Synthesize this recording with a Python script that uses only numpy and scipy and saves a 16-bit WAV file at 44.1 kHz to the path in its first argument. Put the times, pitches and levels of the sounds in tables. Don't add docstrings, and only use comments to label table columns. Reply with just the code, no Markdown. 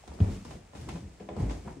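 import sys
import numpy as np
from scipy import signal
from scipy.fft import rfft, irfft
from scipy.io import wavfile
from scipy.ndimage import uniform_filter1d

SR = 44100
rng = np.random.default_rng(int(sys.argv[2]) if len(sys.argv) > 2 else 0)


def materialize(psi):
    bounded = np.clip(np.atleast_2d(psi).T, -1, 1)
    quanta = np.round(bounded * 32767).astype(np.int16)
    wavfile.write(sys.argv[1], SR, quanta)


N = 79380
TIME_S = np.arange(N) / SR
FREQ_HZ = np.fft.rfftfreq(N, 1 / SR)
THUD_ECHO_DB, TAP_ECHO_DB, WOOD_ECHO_DB = -17, -3.5, -5


# start_s, level_db, pitch_hz, rise_s, t60_s
THUDS = [(0.083, -32, 70, 0.018, 0.17), (.2030, -15, 170, 0.00095, 0.028), (.2120, -9, 97, 0.0027, 0.082),
         (0.233, -23, 61.6, 0.005, 0.046), (0.262, -23, 89, 0.0082, 0.11),
         (.293, -31.5, 217.8, 0.0069, 0.096), (0.365, -36.5, 80.8, 0.0035, 0.089),
         (0.457, -38.5, 71.7, 0.0055, 0.13), (0.531, -40.5, 67.6, 0.0062, 0.15),
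         (.563, -40, 148, 0.0022, 0.08), (0.774, -40, 81.6, 0.018, 0.38), (0.812, -39.5, 122, 0.0067, 0.22),
         (0.899, -43, 60.5, 0.0086, 0.8), (.948, -29.5, 171, 0.0036, 0.084),
         (1.028, -34, 84.4, 0.0086, 0.14), (1.371, -32, 91.4, 0.0096, 0.18),
         (1.396, -25, 138.3, 0.0037, 0.086), (1.41, -22, 50.5, .008, 0.19), (1.426, -19, 110, 0.003, 0.076),
         (1.447, -25, 53.1, 0.0061, 0.34), (1.546, -35, 78.8, 0.021, 0.22), (1.768, -46, 98, 0.0076, 0.16)]
# pitch_hz, relative_db, t60_s
STAIR_MODES = [(53.1, -1, 0.4), (101, -6, 0.3), (190.6, -13.5, 0.98), (238.4, -1, 0.51), (283.5, 2.5, 0.5),
               (330, 2, 0.18), (429, 1.5, 0.43), (489, 1, 0.12)]

def footfalls(staircase_db=-8):
    treads = np.zeros(N)
    for start_s, level_db, pitch_hz, rise_s, t60_s in THUDS:
        age_s = np.maximum(TIME_S - start_s, 0)
        attack = 1 - np.exp(-age_s / rise_s)
        treads += amp(level_db) * attack * damped_sine(age_s, pitch_hz, t60_s)
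    mode_weights = np.transpose(STAIR_MODES)[0] / SR
    staircase = mode_weights @ modes(STAIR_MODES)
    dry = treads + amp(staircase_db) * ring(treads, staircase)
    return dry + amp(THUD_ECHO_DB) * stairwell(dry)


# start_s, body_db, knock_db, crack_db, fizz_db, decay_s
TAPS = [(0.076, -56, -43.5, -53.5, -54, 0.0058), (0.117, -38.5, -49, -56, -71, 0.0031),
        (.189, -38, -35.5, -71, -73, 0.002), (0.2016, -26, -34, -44.5, -59, 0.0052),
        (0.448, -44, -41.5, -52, -50.5, 0.0073), (0.508, -47, -41.5, -50, -68, 0.0074),
        (0.732, -45.5, -44.5, -60, -65, 0.008), (0.75, -47.5, -49.5, -55, -76, 0.014),
        (0.889, -46.5, -39.5, -43.5, -53, 0.011), (0.954, -42.5, -45, -56, -62, 0.018),
        (1.199, -46, -52.5, -59.5, -66.5, 0.021), (1.288, -55, -34, -45, -65, 0.0036),
        (1.365, -29, -35.5, -54, -52, 0.003), (1.4, -35, -44, -62, -59.5, 0.016),
        (1.495, -55, -43.5, -45.5, -61, 0.016), (1.507, -37, -49, -68, -53.5, 0.015),
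        (1.768, -36.5, -61, -80, -63, 0.0071)]
# low_hz, high_hz
TAP_BANDS = [(130, 363), (480, 990), (1350, 3410), (3800, 8000)]

def taps(rise_s=0.0007, cutoff_hz=10500):
    dry = np.zeros((2, N))
    for k, edges_hz in enumerate(TAP_BANDS):
        band = signal.butter(2, edges_hz, "band", fs=SR, output="sos")
        force = np.zeros(N)
        for start_s, *levels_db, decay_s in TAPS:
            age_s = np.maximum(TIME_S - start_s, 0)
            force += amp(levels_db[k]) * (1 - np.exp(-age_s / rise_s)) * np.exp(-age_s / decay_s)
        grit = spread(noise())
        dry += signal.sosfilt(band, grit * force) / np.std(signal.sosfilt(band, grit))
    dry = signal.sosfilt(signal.butter(4, cutoff_hz, fs=SR, output="sos"), dry)
    return dry + amp(TAP_ECHO_DB) * stairwell(dry)


# start_s, level_db, contact_s
KNOCKS = [(.204, -41, 0.0011), (.511, -50, 0.0012), (1.025, -51, 0.0016), (1.203, -41.5, .001),
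          (1.287, -41.5, 0.00028), (1.77, -48, 0.0016)]
# pitch_hz, relative_db, t60_s
WOOD_MODES = [(200.8, -0.5, 0.3), (330.3, -7, 0.88), (413, -0.5, 0.34), (493, 1, 0.12), (588, 5.5, 0.05),
              (730, 4, 0.061), (862, 1.5, 0.051)]

def knocks():
    blows = np.zeros(N)
    for start_s, level_db, contact_s in KNOCKS:
        push = np.exp(-np.pi * ((TIME_S - start_s) / contact_s) ** 2)
        blows += amp(level_db) * push / push.sum()
    polarity = (-1) ** np.arange(len(WOOD_MODES))
    dry = ring(blows, polarity @ modes(WOOD_MODES))
    return dry + amp(WOOD_ECHO_DB) * stairwell(dry)


# start_s, hold_s, rumble_db, scuff_db
RUBS = [(0.068, 0.13, -50.5, -52.5), (0.22, 0.074, -40.5, -45), (0.299, 0.041, -39, -61),
        (0.449, 0.11, -46, -55.5), (0.742, 0.22, -47.5, -56), (0.864, 0.045, -41, -50.5),
        (0.986, 0.11, -49, -84), (1.294, 0.12, -45, -48.5), (1.354, 0.13, -37.5, -46),
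        (1.482, 0.087, -48, -49), (1.64, 0.056, -41.5, -49.5)]
# freq_hz, relative_db
RUMBLE_SPECTRUM = [(25, -30), (50, -0.5), (90, -4), (140, -1.5), (200, -0.5), (300, -6.5), (450, -15.5),
                   (800, -28.5), (2000, -70)]
SCUFF_SPECTRUM = [(120, -16), (350, 9.5), (550, 4.5), (850, 1.5), (1400, -12.5), (2300, -12.5), (4000, -32),
                  (8000, -24), (14000, -79)]

def sole_rubs(rise_s=0.015, fall_s=0.048):
    rumble_power, scuff_power = np.zeros((2, N))
    for start_s, hold_s, rumble_db, scuff_db in RUBS:
        attack = np.clip((TIME_S - start_s) / rise_s, 0, 1)
        release = np.exp(-np.maximum(TIME_S - start_s - hold_s, 0) / fall_s)
        rumble_power += (amp(rumble_db) * attack * release) ** 2
        scuff_power += (amp(scuff_db) * attack * release) ** 2
    rumble = colour(noise(), RUMBLE_SPECTRUM)
    scuff = colour(friction(slips_per_s=400, slip_share=0.27), SCUFF_SPECTRUM)
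    return np.sqrt(rumble_power) * rumble + np.sqrt(scuff_power) * scuff


# start_s, length_s, level_db, pitch_hz, width_hz
CREAKS = [(0.038, 0.004, -52, 740, 300), (0.116, 0.0087, -48, 800, 450), (0.886, 0.01, -45, 1015, 263),
          (1.199, 0.0059, -56.5, 1940, 577), (1.676, 0.021, -44.5, 840, 586)]

def creaks(slips_per_s=400, jitter=0.51):
    dry = np.zeros(N)
    for start_s, length_s, level_db, pitch_hz, width_hz in CREAKS:
        wander = unit_rms(uniform_filter1d(rng.standard_normal(N), size=120))
        slip_count = np.cumsum(slips_per_s * np.exp(jitter * wander)) / SR
        slips = np.diff(np.ceil(slip_count), prepend=0)
        load = np.maximum(1 - (TIME_S / length_s) ** 2, 0)
        edges_hz = [pitch_hz - width_hz / 2, pitch_hz + width_hz / 2]
        board = signal.butter(2, edges_hz, "band", fs=SR, output="sos")
        creak = signal.sosfilt(board, slips * load) / np.std(signal.sosfilt(board, slips))
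        onset = round(start_s * SR)
        dry[onset:] += amp(level_db) * creak[:N - onset]
    return dry + amp(WOOD_ECHO_DB) * stairwell(dry)


# time_s, level_db
LEG_SWING = [(0, -62), (.19, -62), (.215, -56), (.28, -56.5), (.33, -52.5), (.42, -59.5), (.53, -56),
             (.62, -65.5), (.735, -65), (.76, -55.5), (.87, -58), (.92, -56), (.98, -57), (1.05, -63.5),
             (1.35, -66), (1.40, -56.5), (1.47, -58), (1.53, -55), (1.61, -60.5), (1.72, -61), (1.8, -68.5)]
# start_s, level_db
FLICKS = [(0.077, -59), (0.138, -56), (0.451, -58), (0.506, -55.5), (0.812, -54), (0.888, -48.5),
          (1.398, -56.5)]
# freq_hz, relative_db
RUSTLE_SPECTRUM = [(200, -47), (900, 10.5), (2300, 7), (3800, 4.5), (6000, 5), (8200, 2.5), (9700, -2),
                   (11200, -7), (12300, -14.5), (16000, -9.5)]
FLICK_SPECTRUM = [(2000, -2), (5000, 3), (8200, -4), (11200, -3), (12500, -16), (16000, -16)]

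def clothes(flick_decay_s=0.0069):
    swing = amp(np.interp(TIME_S, *np.transpose(LEG_SWING)))
    rustle = swing * colour(friction(slips_per_s=1200, slip_share=0.41), RUSTLE_SPECTRUM)
    snaps = sum(amp(level_db) * (TIME_S > start_s) * np.exp(-abs(TIME_S - start_s) / flick_decay_s)
                for start_s, level_db in FLICKS)
    flicks = snaps * colour(noise(), FLICK_SPECTRUM)
    return rustle + flicks + amp(TAP_ECHO_DB) * stairwell(flicks)


# freq_hz, t60_s
STAIRWELL_DECAY = [(60, 0.42), (200, 0.56), (600, 0.29), (2000, 0.18), (6000, 0.41), (14000, 0.054)]

def stairwell(sound, rise_s=0.004):
    freq_hz, age_s, bands = signal.stft(spread(noise()), SR, nperseg=512)
    decay = amp(-60 * age_s / curve_at(STAIRWELL_DECAY, freq_hz)[:, None])
    tail = signal.istft(bands * decay, SR, nperseg=512)[1][:, :SR]
    tail *= np.minimum(TIME_S[:SR] / rise_s, 1)
    return ring(sound, tail / np.linalg.norm(tail[0]))


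# freq_hz, relative_db
AIR_SPECTRUM = [(20, 8.5), (55, 3), (100, 3), (250, -13.5), (700, -8), (1400, -23), (2300, -19.5),
                (4500, -34), (8200, -26), (10000, -61), (12500, -69), (16000, -56)]

def house_air(level_db=-55):
    return amp(level_db) * colour(noise(), AIR_SPECTRUM)


def friction(slips_per_s, slip_share, spread_db=3):
    slipping = rng.random((2, N)) < slips_per_s / SR
    sizes = amp(spread_db * np.minimum(rng.exponential(1, (2, N)), np.pi))
    slips = slipping * sizes * np.sign(noise())
    return np.sqrt(slip_share) * unit_rms(slips) + np.sqrt(1 - slip_share) * noise()


def damped_sine(age_s, pitch_hz, t60_s):
    return np.exp(-np.log(1000) * age_s / t60_s) * np.sin(2 * np.pi * pitch_hz * age_s)


def modes(table):
    return np.array([amp(db) * damped_sine(TIME_S, hz, t60_s) for hz, db, t60_s in table])


# freq_hz, correlation
COHERENCE = [(30, 0.82), (200, 1), (330, 0.92), (550, 0.28), (900, 0), (1800, 0.53), (3000, 0.28),
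             (5500, 0), (8200, 0.27), (13000, 0.7)]

def spread(pair):
    correlation = curve_at(COHERENCE, FREQ_HZ)
    mid, side = rfft(pair) * np.sqrt([(1 + correlation) / 2, (1 - correlation) / 2])
    return irfft(np.array([mid + side, mid - side]), N)


def colour(pair, spectrum):
    return unit_rms(irfft(rfft(spread(pair)) * amp(curve_at(spectrum, FREQ_HZ)), N))


def curve_at(points, freq_hz):
    points_hz, values = np.transpose(points)
    return np.interp(np.log(freq_hz + 1), np.log(points_hz), values)


def ring(sound, response):
    return signal.fftconvolve(np.atleast_2d(sound), np.atleast_2d(response), axes=1)[:, :N]


def noise():
    return rng.standard_normal((2, N))


def amp(db):
    return 10 ** (np.asarray(db) / 20)


def unit_rms(sound):
    return sound / np.sqrt(np.mean(sound ** 2) + 1e-20)


def scene():
    return footfalls() + taps() + creaks() + knocks() + sole_rubs() + clothes() + house_air()


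# freq_hz, left_minus_right_db
BALANCE = [(150, 0.06), (700, 2), (1300, -0.5), (2600, 1.5), (6000, 0.5), (11000, -0.2)]

def record(dry, left_lag_s=2.1e-5, low_cut_hz=39, high_cut_hz=15750):
    sides = [0.5, -0.5]
    gain = amp(np.outer(sides, curve_at(BALANCE, FREQ_HZ)))
    delay = np.exp(-2j * np.pi * np.outer(sides, FREQ_HZ) * left_lag_s)
    pair = irfft(rfft(dry) * gain * delay, N)
    highpass = signal.butter(6, low_cut_hz, "high", fs=SR, output="sos")
    lowpass = signal.firwin(511, high_cut_hz, window=("kaiser", 9), fs=SR)
    return signal.oaconvolve(signal.sosfilt(highpass, pair), lowpass[None], "same")


dry = scene()
out = record(dry)
materialize(out)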